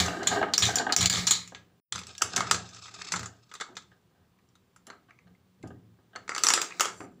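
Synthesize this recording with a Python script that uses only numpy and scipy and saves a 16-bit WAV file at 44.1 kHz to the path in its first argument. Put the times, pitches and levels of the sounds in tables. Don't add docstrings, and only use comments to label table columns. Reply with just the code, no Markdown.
import sys
import numpy as np
from scipy import signal
from scipy.fft import rfft, irfft, next_fast_len
from scipy.io import wavfile
from scipy.ndimage import map_coordinates

SR = 44100
rng = np.random.default_rng(int(sys.argv[2]) if len(sys.argv) > 2 else 0)


def transcribe(u):
    v = np.clip(np.atleast_2d(u).T, -1, 1)
    q = np.round(v * 32767).astype(np.int16)
    wavfile.write(sys.argv[1], SR, q)


def linear_from_db(decibels):
    return 10 ** (np.asarray(decibels, float) / 20)


N = 317520
SPAN = 16384

# f/Hz, density level/dB per Hz
AIR_SPECTRUM = [(15, -58), (25, -25), (177, -8), (214, -20.5), (399, -12.5), (445, -24), (687, -25),
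                (1010, -22), (1360, -25), (1470, -28.5), (3510, -30), (15200, -45), (16500, -43)]
AIR_DB = -70.5
# f/Hz, t60/s
ROOM_T60 = [(150, 0.78), (1000, 0.29), (4000, 0.26), (8000, 0.23), (14000, 0.14)]

# f/Hz, width/Hz, level/dB
TABLE_MODES = [(86.7, 11, 0.5), (120, 7.3, 4.5), (181.2, 11, 6), (249.7, 31, -5.5), (57.74, 14, -22.5),
               (490, 63, -6.5)]
TRACK_MODES = [(279.3, 67, -5.5), (409, 23, 0), (512.8, 35, -8.5), (635.4, 120, -4), (740, 150, -2),
               (1240, 27, -0.5), (1560, 97, -1.5), (1900, 110, -10), (2860, 220, -11.5), (4150, 790, -24)]
TRAILER_MODES = [(402, 120, -14), (886, 240, -12), (1274, 160, 0.5), (1620, 620, -8), (2183, 330, -6)]
GLASS_MODES = [(2483, 380, 0.5), (2882, 1400, 0), (3600, 2000, -0.5), (4783, 710, 0.5), (4922, 220, 4),
               (5100, 430, -5), (5714, 270, -1), (6400, 240, 1.5), (7010, 600, 2), (7570, 980, 2.5),
               (8076, 360, -3), (8860, 1100, -19.5)]
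# f/Hz, width/Hz, level/dB
SHEEN_MODES = [(9710, 610, 5), (10830, 390, 1), (11900, 910, -5.5), (13600, 3200, -18)]
# f/Hz, width/Hz, level/dB
PING_MODES = [(1240, 9.7, -13), (1650, 11, -0.5), (2200, 9.3, -2.5), (2885, 43, -12), (3505, 17, -5),
              (4530, 28, -4.5), (6156, 140, -0.5), (7120, 37, 3.5)]
# f/Hz, width/Hz, level/dB
AXLE_MODES = [(1240, 54, -1.5), (2700, 51, -7), (3650, 280, -9.5), (4500, 57, -2), (4370, 24, -4),
              (5170, 150, -2), (5960, 52, -4), (6340, 62, -10.5), (6760, 86, -5), (7800, 110, -8)]
# f/Hz, width/Hz, level/dB
SKID_MODES = [(4600, 160, -1.5), (6000, 250, 0), (7300, 260, 2.5), (8400, 770, -4), (9000, 180, -3.5),
              (9600, 330, -5), (11800, 200, -8), (14410, 900, -15.5)]
# f/Hz, width/Hz, level/dB
HOLLOW_MODE = (350, 15, -9)
# f/Hz, width/Hz, level/dB
PORT_MODE = (15250, 600, 11)
MARBLE_HZ, MARBLE_WIDTH_HZ = 6910, 370

# t/s, level/dB of each of the three modes, t60/s
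TABLE_SWINGS = [(0.0, -28, -34, -28, 0.35), (0.29, -61, -52, -38.5, 1), (0.619, -34, -26, -35, 0.39),
                (0.988, -32, -29.5, -30.5, 0.69), (1.12, -44, -39, -35, 1), (1.302, -46, -47, -48, 0.41),
                (1.549, -55, -54.5, -66, 0.33), (1.93, -51.5, -52, -62, 1), (2.226, -43, -40, -52, 0.23),
                (2.365, -44, -48, -38, 0.74), (2.514, -41, -37.5, -50.5, 0.57), (2.719, -61, -50.5, -64, 1),
                (2.97, -59, -62, -50, 0.48), (3.132, -56, -46.5, -33.5, 0.37), (3.2, -48, -39.5, -55, 0.47),
                (5.251, -65.5, -58, -47, 0.38), (5.636, -48, -45, -43, 0.32),
                (5.7, -53.5, -51.5, -47, 0.33), (5.822, -61, -50.5, -65.5, 0.7),
                (6.85, -67.5, -60.5, -65.5, 0.61), (7.04, -66, -64, -57.5, 0.28)]
SWING_MODES_HZ = (84.7, 111.94, 178)
SWING_RISE_S = 0.015

# t/s, rumble level/dB, fade/dB per s, wood over rumble/dB
TABLE_JOLTS = [(1.97, -46.5, 86, -20), (2.25, -47, 100, -3), (2.39, -36.5, 120, 2.5), (2.54, -39, 118, 0),
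               (2.76, -63, 20, -25), (3.172, -40, 125, -0.5), (3.74, -59.5, 70, -12),
               (4.2, -65, 67.5, -9.5), (4.89, -73, 142, 4), (5.288, -53.5, 169, -18),
               (5.651, -50.5, 55.5, -30), (6.2, -58.5, 7.5, -13.5), (6.87, -54, 19.5, -22)]
JOLT_RISE_DB_PER_S = 233.5
# t/s of greatest speed, rumble level/dB, chatter over rumble/dB
MARBLE_RUNS = [
    (0.0, -30.5, 8),
    (0.169, -48, 3),
    (0.33, -37, 3.5),
    (0.675, -33.5, 4),
    (1.03, -36.5, 9),
    (1.178, -32.5, 5.5),
    (1.361, -47, 10.5),
]
BED_RISE_DB_PER_S, BED_FADE_DB_PER_S, CHATTER_STEEPER = 147, 119.5, 1.3
# t/s, level/dB
GROOVE_EFFORT = [
    (0, -29.5),
    (.204, -37.5),
    (.36, -34.5),
    (.526, -49),
    (.676, -32.5),
    (.962, -46),
    (1.03, -39.5),
    (1.178, -43),
    (1.4, -55),
]
# t/s, level/dB
PUSH_EFFORT = [
    (1.98, -103),
    (2.09, -39.5),
    (2.19, -59),
    (2.34, -37.5),
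    (2.67, -49.5),
    (3.17, -36.5),
    (3.29, -62),
    (3.74, -66),
    (3.97, -76),
]
# t/s, level/dB
UNSEEN_EFFORT = [
    (6.05, -90.5),
    (6.24, -76.5),
    (6.457, -42),
    (6.615, -39.5),
    (6.723, -54.5),
    (6.871, -47.5),
    (7.03, -76),
    (7.1, -100),
]
WHEELS_WOOD_DB, UNSEEN_WOOD_DB, REST_WOOD_DB, REST_TABLE_DB = -15, -2.5, -81.5, -66.5
WHEELS_CORNER_HZ = 7240

# t/s, level/dB
SKID_EFFORT = [
    (6.74, -93),
    (6.775, -68.5),
    (7.041, -55),
    (7.055, -69.5),
    (7.1, -83.5),
]
# t/s, peak level/dB, ringing f/Hz, t60/s
DULL_KNOCKS = [(0.051, -28, 1640, 0.19), (0.081, -19.5, 695, 0.03), (0.084, -20, 2750, .04),
               (0.227, -28, 740, .04), (0.327, -21.5, 1647, 0.046), (0.372, -18, 740, .06),
               (0.385, -30, 1610, .03), (0.486, -25, 740, 0.099), (4.916, -46, 1250, 0.022),
               (4.927, -44.5, 1150, .04), (5.086, -49.5, 1140, 0.13), (0.173, -25, 327, 0.5),
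               (0.316, -16, 760, 0.26), (0.36, -16, 725, 0.13), (0.415, -14, 690, 0.076),
               (0.428, -10, 740, 0.059), (0.689, -17, 804, 0.029), (0.738, -35, 1650, 0.07),
               (0.768, -23, 665, 0.27), (0.798, -15.5, 710, 0.14), (0.867, -14, 763, 0.045),
               (0.893, -17, 740, 0.13), (1.522, -35.5, 414, 0.032), (1.70, -59, 489, 0.52),
               (2.211, -29.5, 1260, 0.18), (2.339, -27, 1520, 0.024), (3.688, -43.5, 390, 0.43),
               (3.917, -48, 1590, 0.074), (4.11, -62, 450, .3), (4.149, -59.5, 740, .3),
               (4.21, -61, 700, 0.21), (4.876, -44, 261, 0.098), (4.884, -41.5, 1213, 0.1),
               (5.271, -52, 1240, .04), (5.636, -30, 160, 0.15), (5.64, -39.5, 297, 0.24),
               (5.658, -46, 883, 0.053), (5.705, -36.5, 576, 0.077), (5.987, -49.5, 352, 0.099),
               (6.133, -46.5, 1290, 0.14), (6.154, -33, 1310, 0.18), (6.574, -33, 1290, 0.071),
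               (7.004, -27.5, 302, 0.068), (7.006, -35.5, 582, .1), (7.03, -36, 219, 0.15)]

# t/s, peak level/dB, brightest mode f/Hz, knock level/dB re peak
TRAILER_TAPS = [
    (4.8686, -45, 4130, -5),
    (4.901, -38.5, 4180, 3),
    (5.1069, -47.5, 2200, -2.5),
    (5.277, -62.5, 4190, -2),
    (5.1887, -48.5, 2146, -14),
    (5.35, -58, 2090, -14.5),
    (6.1591, -31, 4340, 0),
]
HAND_CONTACTS = [
    (4.387, -60.5, 1884, -8),
    (4.488, -60, 5570, -15.5),
    (4.5539, -53, 3780, -6.5),
    (4.7617, -48, 7130, -3.5),
    (4.8683, -40, 7460, -8.5),
    (5.0939, -58, 2600, -6),
    (5.628, -47.5, 2180, -32),
    (5.6736, -47.5, 7200, -22),
]
TRUNDLE_CONTACTS = [(2.690, -40, 6000, -16), (2.7125, -59.5, 5180, -10), (2.9135, -48, 5270, -35),
                    (2.962, -41.5, 3700, -9), (3.0672, -41, 2100, -11), (2.7462, -37.5, 5500, -7.5),
                    (2.7677, -44, 3200, 1), (2.8566, -37, 3400, -2), (2.8814, -39.5, 5070, 0.5),
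                    (2.9402, -40, 6750, -2), (2.9888, -40.5, 3570, -2), (3.0149, -30.5, 2050, -1),
                    (3.0886, -39, 2120, -18), (3.1206, -16.5, 7230, -6), (3.1382, -25.5, 6020, 9.5),
                    (3.1597, -24.5, 4160, 1.5), (3.1929, -28.5, 6440, 0), (3.2306, -33.5, 6700, 5),
                    (3.258, -28, 6950, -3), (3.5142, -42, 3390, 3.5), (3.5388, -35, 7500, -1),
                    (3.5514, -34.5, 3653, -4.5), (3.6005, -32, 3310, 0), (3.6095, -25.5, 3600, 1),
                    (3.754, -46, 6170, -28.5), (3.768, -28.5, 3560, -2.5)]
PUSH_BUMPS = [(1.924, -16, 3430, -14), (1.9515, -34.5, 4040, 0.5), (1.9574, -24, 5130, -7),
              (1.9799, -27.5, 3590, -3.5), (1.9904, -28, 4800, -16.5), (2.0153, -39.5, 4580, -3.5),
              (2.0351, -34.5, 4446, -12.5), (2.0685, -31.5, 8130, -23), (2.0929, -38.5, 3458, -13.5),
              (2.151, -36.5, 3700, -17), (2.1801, -27.5, 5620, -28.5), (2.218, -19.5, 7243, -11),
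              (2.2199, -8, 6260, -8.5), (2.362, -12, 7800, -23.5), (2.3674, -15.5, 7390, -7),
              (2.3774, -17, 4680, -3), (2.397, -31, 5622, -11), (2.4061, -17.5, 3257, 0.5),
              (2.4697, -34, 3670, 3.5), (2.4975, -33, 2506, -14.5), (2.5114, -7, 7330, -4),
              (2.5451, -20, 4120, -5.5)]
MARBLE_CLACKS = [(6.2788, -36.5, 6200, 2.5), (6.2929, -22.5, 5100, 3.5), (6.318, -46.5, 2350, 19.5),
                 (6.3493, -20.5, 4600, -7), (6.3624, -24, 5960, -0.5), (6.3804, -18, 4600, -6.5),
                 (6.4358, -6.5, 5960, -16), (6.4461, -17.5, 6200, -8), (6.4677, -7.5, 5925, -11.5),
                 (6.4862, -6, 6930, -9), (6.5026, -10.5, 5675, -6), (6.537, -5, 6400, -14),
                 (6.5756, -20, 3302, -0.5), (6.616, -14, 7460, -13.5), (6.7072, -37, 2500, 0),
                 (6.7225, -36, 2300, -6), (6.797, -16.5, 5980, -2.5), (6.8075, -9.5, 6824, -6),
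                 (6.8479, -24, 3270, -13), (6.8551, -20.5, 7540, -2.5), (6.8844, -32, 5630, -1.5),
                 (7.0055, -39.5, 7120, 4.5), (7.0438, -58.5, 7500, 7), (7.0825, -75.5, 6970, 0)]
STRAY_DROPS = [
    (0.001, -10.5, 3600, -17),
    (0.061, -23.5, 7100, -2.5),
    (0.2312, -27.5, 4400, -5.5),
    (0.4282, -35.5, 2687, 18),
    (0.7422, -32.5, 3804, -23),
    (0.898, -36, 2500, 13.5),
    (1.476, -35, 6950, -16),
    (1.5482, -29.5, 2950, -7),
]
BED_HOPS = [(0.2745, -11.5, 4150, -13), (0.321, -22, 4300, -10), (0.6385, -13.5, 3650, -13.5),
            (0.6534, -12, 6060, -13), (0.6643, -19, 3600, -8), (0.672, -19.5, 6420, -8.5),
            (0.7694, -19.5, 7200, -14), (0.9853, -15, 5650, -15), (1.0134, -12, 7200, -9),
            (1.0195, -15, 3600, -6), (1.040, -19.5, 2600, -6.5), (1.0605, -12, 7200, -17.5),
            (1.1284, -11.5, 3650, -11), (1.1374, -14.5, 7050, -9), (1.1496, -15.5, 4300, -8.5),
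            (1.158, -16, 3500, -8.5), (1.170, -19.5, 4200, -10.5), (1.184, -23, 4070, -8),
            (1.197, -25.5, 4410, -12.5), (1.2837, -13, 7170, -12), (1.3222, -12, 4000, -19.5),
            (1.3357, -19, 3890, -19.5), (1.3522, -19.5, 4000, -20.5)]
# t/s, peak level/dB, plastic ring f/Hz, glass over it/dB, rattle t60/s
TRAILER_LANDINGS = [(0.2720, -7.5, 3496, 9.5, 0.057), (0.5370, -6.5, 4370, -12, 0.038),
                    (0.5788, -1, 5630, -2.5, 0.011), (0.6234, -11.5, 3634, 1, 0.16),
                    (0.7572, -8, 5900, 4.5, 0.023), (0.7843, -15.5, 4435, 1, 0.055),
                    (0.9238, -8.5, 4426, -10.5, 0.043), (0.9634, -4, 5800, -0.5, 0.017),
                    (1.0088, -12.5, 4310, 0, 0.091), (1.0282, -13.5, 4000, 5, 0.036),
                    (1.058, -5.5, 4370, -6, .025), (1.0970, -2.5, 4600, -2, 0.023),
                    (1.2691, -13, 5850, -3.5, 0.068), (1.2732, -11, 4156, 5, 0.052),
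                    (1.3093, -6.5, 4145, 8, 0.064)]
SHEEN_DB_PER_OCTAVE = 3.5
SHEEN_DB_PER_DB, CORNER_DB_PER_DB = 0.45, 0.56
KNOCK_DB, KNOCK_DB_PER_OCTAVE = -17.5, 1

# start t/s, end t/s
SCENE_CHANGE = (1.802, 1.921)
# end t/s, length/s, depth level/dB
GAIN_SAGS = [
    (0.58, 0.017, -11.5),
    (0.964, 0.02, -19.5),
    (1.099, 0.024, -18),
    (6.451, 0.021, 1),
]
TOP_HZ = 16800


def unit(x):
    return x / np.sqrt(np.mean(x ** 2) + 1e-20)


def along(points, hz):
    f, v = np.transpose(points)
    return np.interp(np.log(hz + 1), np.log(f + 1), v)


def filtered(x, response):
    m = next_fast_len(len(x) + SR // 4)
    return irfft(rfft(x, m) * response(np.fft.rfftfreq(m, 1 / SR)), m)[:len(x)]


def body(modes):
    def response(f):
        total = 0
        for k, (centre, width, db) in enumerate(sorted(modes)):
            damping = 1j * f * width
            total = total + (-1) ** k * linear_from_db(db) * damping / (centre * centre - f * f + damping)
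        return total
    return response


def soft(hz, corner_hz):
    return 1 / (1 + 1j * hz / corner_hz) ** 3


def grit(share, spike_db, bump_db):
    bumps = (rng.random(N) < share) * linear_from_db(spike_db * np.minimum(rng.exponential(size=N), 2))
    pressure = map_coordinates(rng.standard_normal(N // 500 + 4), [np.arange(N) / 500])
    return rng.standard_normal(N) * (1 + bumps) * linear_from_db(bump_db * pressure)


def swell(s, db, rise_db_per_s, fade_db_per_s):
    late = np.arange(N) / SR - s
    return linear_from_db(db + np.where(late < 0, rise_db_per_s, -fade_db_per_s) * late)


def effort(points):
    return linear_from_db(np.interp(np.arange(N) / SR, *np.transpose(points), left=-120, right=-120))


def together(*gains):
    return np.sqrt(sum(g ** 2 for g in gains))


def tails(count):
    hz, t, z = signal.stft(rng.standard_normal((count, SPAN - 2048)), SR, nperseg=256)
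    t60 = np.clip(along(ROOM_T60, hz), .05, 1)
    answer = signal.istft(z * linear_from_db(-60 * t / t60[:, None]), SR, nperseg=256)[1]
    answer = answer / np.linalg.norm(answer, axis=1, keepdims=True)
    return np.pad(answer, ((0, 0), (250, 0)))


def strike(out_len, s, burst, room, parts, wet_db):
    force = rfft(burst, SPAN)
    colour = sum(linear_from_db(db) * part / np.max(np.abs(irfft(force * part))) for part, db in parts)
    reverberant = linear_from_db(wet_db) * np.linalg.norm(burst) * rfft(room, SPAN)
    sound = irfft(colour * (force + reverberant))
    start = round(s * SR)
    return start, sound[:min(out_len - start, SPAN - 512)]


def air():
    return linear_from_db(AIR_DB) * unit(filtered(rng.standard_normal(N), lambda hz: linear_from_db(along(AIR_SPECTRUM, hz))))


def table_swings():
    out, t = np.zeros(N + SR), np.arange(SR) / SR
    all_phases = rng.random((len(TABLE_SWINGS), len(SWING_MODES_HZ)))
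    for (s, *levels, t60), phases in zip(TABLE_SWINGS, all_phases):
        tones = 0
        for hz, db, phase in zip(SWING_MODES_HZ, levels, phases):
            tones = tones + linear_from_db(db) * np.sin(2 * np.pi * (hz * t + phase))
        out[round(s * SR):][:SR] += tones * linear_from_db(-60 * t / t60) * (1 - np.exp(-t / SWING_RISE_S))
    return out[:N]


def chatter_response(hz):
    hard = body(TRAILER_MODES[2:] + GLASS_MODES)(hz)
    hard = hard + body([(3900, 1300, 1.5)])(hz) ** 2 + body([(2100, 900, -1)])(hz)
    return (hard + linear_from_db(-28.5) * body(SHEEN_MODES)(hz)) * soft(hz, corner_hz=11900)


def axle_response(hz):
    return (body(AXLE_MODES)(hz) + linear_from_db(-8) * body(GLASS_MODES)(hz)) * soft(hz, WHEELS_CORNER_HZ)


def rolling():
    rise, fade = BED_RISE_DB_PER_S, BED_FADE_DB_PER_S
    wheels, unseen = effort(PUSH_EFFORT), effort(UNSEEN_EFFORT)
    jolts = [swell(s, db, JOLT_RISE_DB_PER_S, fade_db) for s, db, fade_db, _ in TABLE_JOLTS]
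    bed_rumbles = [swell(s, db, rise, fade) for s, db, _ in MARBLE_RUNS]
    bed_chatters = [swell(s, db + over_db, CHATTER_STEEPER * rise, CHATTER_STEEPER * fade)
                    for s, db, over_db in MARBLE_RUNS]
    wood_jolts = [linear_from_db(row[-1]) * jolt for row, jolt in zip(TABLE_JOLTS, jolts)]

    rumble = together(linear_from_db(REST_TABLE_DB), *jolts, *bed_rumbles)
    wood = together(linear_from_db(REST_WOOD_DB), effort(GROOVE_EFFORT), linear_from_db(WHEELS_WOOD_DB) * wheels,
                    linear_from_db(UNSEEN_WOOD_DB) * unseen, *wood_jolts)
    shake = together(unseen, *bed_chatters)

    table = unit(filtered(grit(share=0.00044, spike_db=4.0, bump_db=-2.0),
                          lambda hz: body(TABLE_MODES)(hz) * soft(hz, corner_hz=626.0)))
    track = unit(filtered(grit(share=0.0026, spike_db=8.5, bump_db=3.0),
                          lambda hz: body(TRACK_MODES)(hz) * soft(hz, corner_hz=3600)))
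    hollow_hz, hollow_width_hz, hollow_db = HOLLOW_MODE
    hum = unit(filtered(rng.standard_normal(N), body([(hollow_hz, hollow_width_hz, 0)])))
    chatter = unit(filtered(grit(share=0.0037, spike_db=6.5, bump_db=-0.5), chatter_response))
    axles = unit(filtered(grit(share=0.0011, spike_db=14.5, bump_db=5.5), axle_response))

    low = linear_from_db(-3) * (rumble * table + wood * track)
    hard = linear_from_db(-4.5) * (shake * chatter + wheels * axles)
    return low + hard + linear_from_db(hollow_db) * unseen * hum


def skid():
    level_db = np.interp(np.arange(N) / SR, *np.transpose(SKID_EFFORT))
    friction = grit(share=.002, spike_db=8.5, bump_db=-3.0)
    return linear_from_db(level_db) * unit(filtered(friction, lambda hz: body(SKID_MODES)(hz) ** 2))


def dull_knocks():
    out, t, hz = np.zeros(N), np.arange(SR // 8) / SR, np.fft.rfftfreq(SPAN, 1 / SR)
    wood, table = linear_from_db(-1.0) * body(TRACK_MODES)(hz), linear_from_db(-10.5) * body(TABLE_MODES)(hz)
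    count = len(DULL_KNOCKS)
    noises = rng.standard_normal((count, len(t)))
    for (s, db, ring_hz, t60), noise, room in zip(DULL_KNOCKS, noises, tails(count)):
        burst = noise * linear_from_db(-60 * t / np.clip(t60, .004, .4)) + 12 * (t == 0)
        heavy = (300 / ring_hz) ** 2
        ring = wood + heavy * table + body([(ring_hz, 95, 3), (1.01 * ring_hz, 50, 1)])(hz)
        ring = ring * soft(hz, corner_hz=4.5 * ring_hz)
        start, sound = strike(N, s, burst, room, [(ring, db - 3.0)], wet_db=-6.5)
        out[start:start + len(sound)] += sound
    return out


def contacts(table, ring, usual_db, ping_db, wet_db, knock_trim_db, sheen_trim_db,
             sheen_slope=SHEEN_DB_PER_DB):
    out, t, hz = np.zeros(N), np.arange(SR // 8) / SR, np.fft.rfftfreq(SPAN, 1 / SR)
    modes = np.array([(-1) ** k * body([mode])(hz)
                      for kind in (GLASS_MODES, PING_MODES) for k, mode in enumerate(kind)])
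    pings = np.arange(len(modes)) >= len(GLASS_MODES)
    plastic = body(TRAILER_MODES)(hz) * soft(hz, corner_hz=3700)
    sheen = body(SHEEN_MODES)(hz)
    noises = rng.standard_normal((len(table), len(t)))
    strengths = rng.standard_normal((len(table), len(modes)))
    for row, noise, strength, room in zip(table, noises, strengths, tails(len(table))):
        s, db, top_hz, knock_db, t60, *glass = row
        burst = noise * linear_from_db(-60 * t / np.clip(t60, .004, .3))
        burst = burst + 7 * (t == 0)
        burst = burst + 0.035 * np.pad(burst, (170, 0))[:len(t)]

        mode_db = np.where(pings, ping_db + 3.1 * strength, 1.3 * strength)
        hard = linear_from_db(mode_db) @ modes + body([(top_hz, *ring)])(hz)
        for glass_db in glass:
            hard = hard + body([(MARBLE_HZ, MARBLE_WIDTH_HZ, ring[1] + glass_db)])(hz)
        over_db = db - usual_db
        hard = hard * soft(hz, corner_hz=3 * top_hz * linear_from_db(CORNER_DB_PER_DB * over_db))
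        sheen_db = SHEEN_DB_PER_OCTAVE * np.log2(top_hz / 5000) + sheen_slope * over_db

        parts = [(hard, db), (plastic, db + knock_db + knock_trim_db),
                 (sheen, db + sheen_db + sheen_trim_db)]
        start, sound = strike(N, s, burst, room, parts, wet_db)
        out[start:start + len(sound)] += sound
    return out


def lasting(table, t60):
    return [(*row, t60) for row in table]


def taps():
    return contacts(lasting(TRAILER_TAPS, t60=0.028), (150, 14), usual_db=-37.0, ping_db=7,
                    wet_db=-10.0, knock_trim_db=2.0, sheen_trim_db=-49.5)


def handling():
    return contacts(lasting(HAND_CONTACTS, t60=0.05), (140, 11), usual_db=-51, ping_db=1.5,
                    wet_db=-10.5, knock_trim_db=3.5, sheen_trim_db=-14.5)


def trundle():
    return contacts(lasting(TRUNDLE_CONTACTS, t60=0.055), (350, 2.5), usual_db=-33.0, ping_db=2.5,
                    wet_db=-10.0, knock_trim_db=-1.5, sheen_trim_db=-33.5)


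def bumps():
    return contacts(lasting(PUSH_BUMPS, t60=0.029), (350, 2.5), usual_db=-24.5, ping_db=-3.0,
                    wet_db=-8.0, knock_trim_db=2.0, sheen_trim_db=-23.5, sheen_slope=.15)


def clacks():
    return contacts(lasting(MARBLE_CLACKS, t60=0.024), (200, 5), usual_db=-21.5, ping_db=-6.0,
                    wet_db=-6.0, knock_trim_db=2.0, sheen_trim_db=-26.0)


def drops():
    return contacts(lasting(STRAY_DROPS, t60=0.043), (900, 5), usual_db=-22.5, ping_db=5.5,
                    wet_db=-7.0, knock_trim_db=-1.0, sheen_trim_db=-36.0)


def hops():
    table = [(s, db - 3.0, *rest) for s, db, *rest in BED_HOPS]
    return contacts(lasting(table, t60=0.015), (400, 8), usual_db=-18.5, ping_db=0.0,
                    wet_db=-1, knock_trim_db=-5.5, sheen_trim_db=-38.5)


def landings():
    table = []
    for s, db, hz, glass_db, t60 in TRAILER_LANDINGS:
        knock_db = KNOCK_DB + KNOCK_DB_PER_OCTAVE * np.log2(t60 / .04)
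        table.append((s, db, hz, knock_db, t60, glass_db))
    return contacts(table, (500, 12), usual_db=-5.0, ping_db=4.0,
                    wet_db=-7.0, knock_trim_db=-2.0, sheen_trim_db=-30)


def scene():
    background = air() + table_swings() + rolling() + skid() + dull_knocks()
    trailer = taps() + handling() + trundle() + bumps()
    marbles = clacks() + drops() + hops() + landings()
    return (background + trailer + marbles)[None]


def low_pass(x):
    return signal.sosfilt(signal.butter(12, 16790, fs=SR, output="sos"), x)


def record(dry):
    t = np.arange(N) / SR
    start, stop = SCENE_CHANGE
    gain_db = np.where((t > start) & (t < stop), -75 + 450 * (t - start), 0)
    for end, length, depth_db in GAIN_SAGS:
        gain_db = gain_db + depth_db * np.clip(1 - (end - t) / length, 0, 1) * (t < end)

    def microphone(hz):
        return (1 + body([PORT_MODE])(hz)) * (hz < TOP_HZ) * linear_from_db(-30 * (hz > 15550))

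    mix = filtered(dry[0] * linear_from_db(gain_db), microphone)
    return low_pass(mix[None])


dry = scene()
out = record(dry)
transcribe(out)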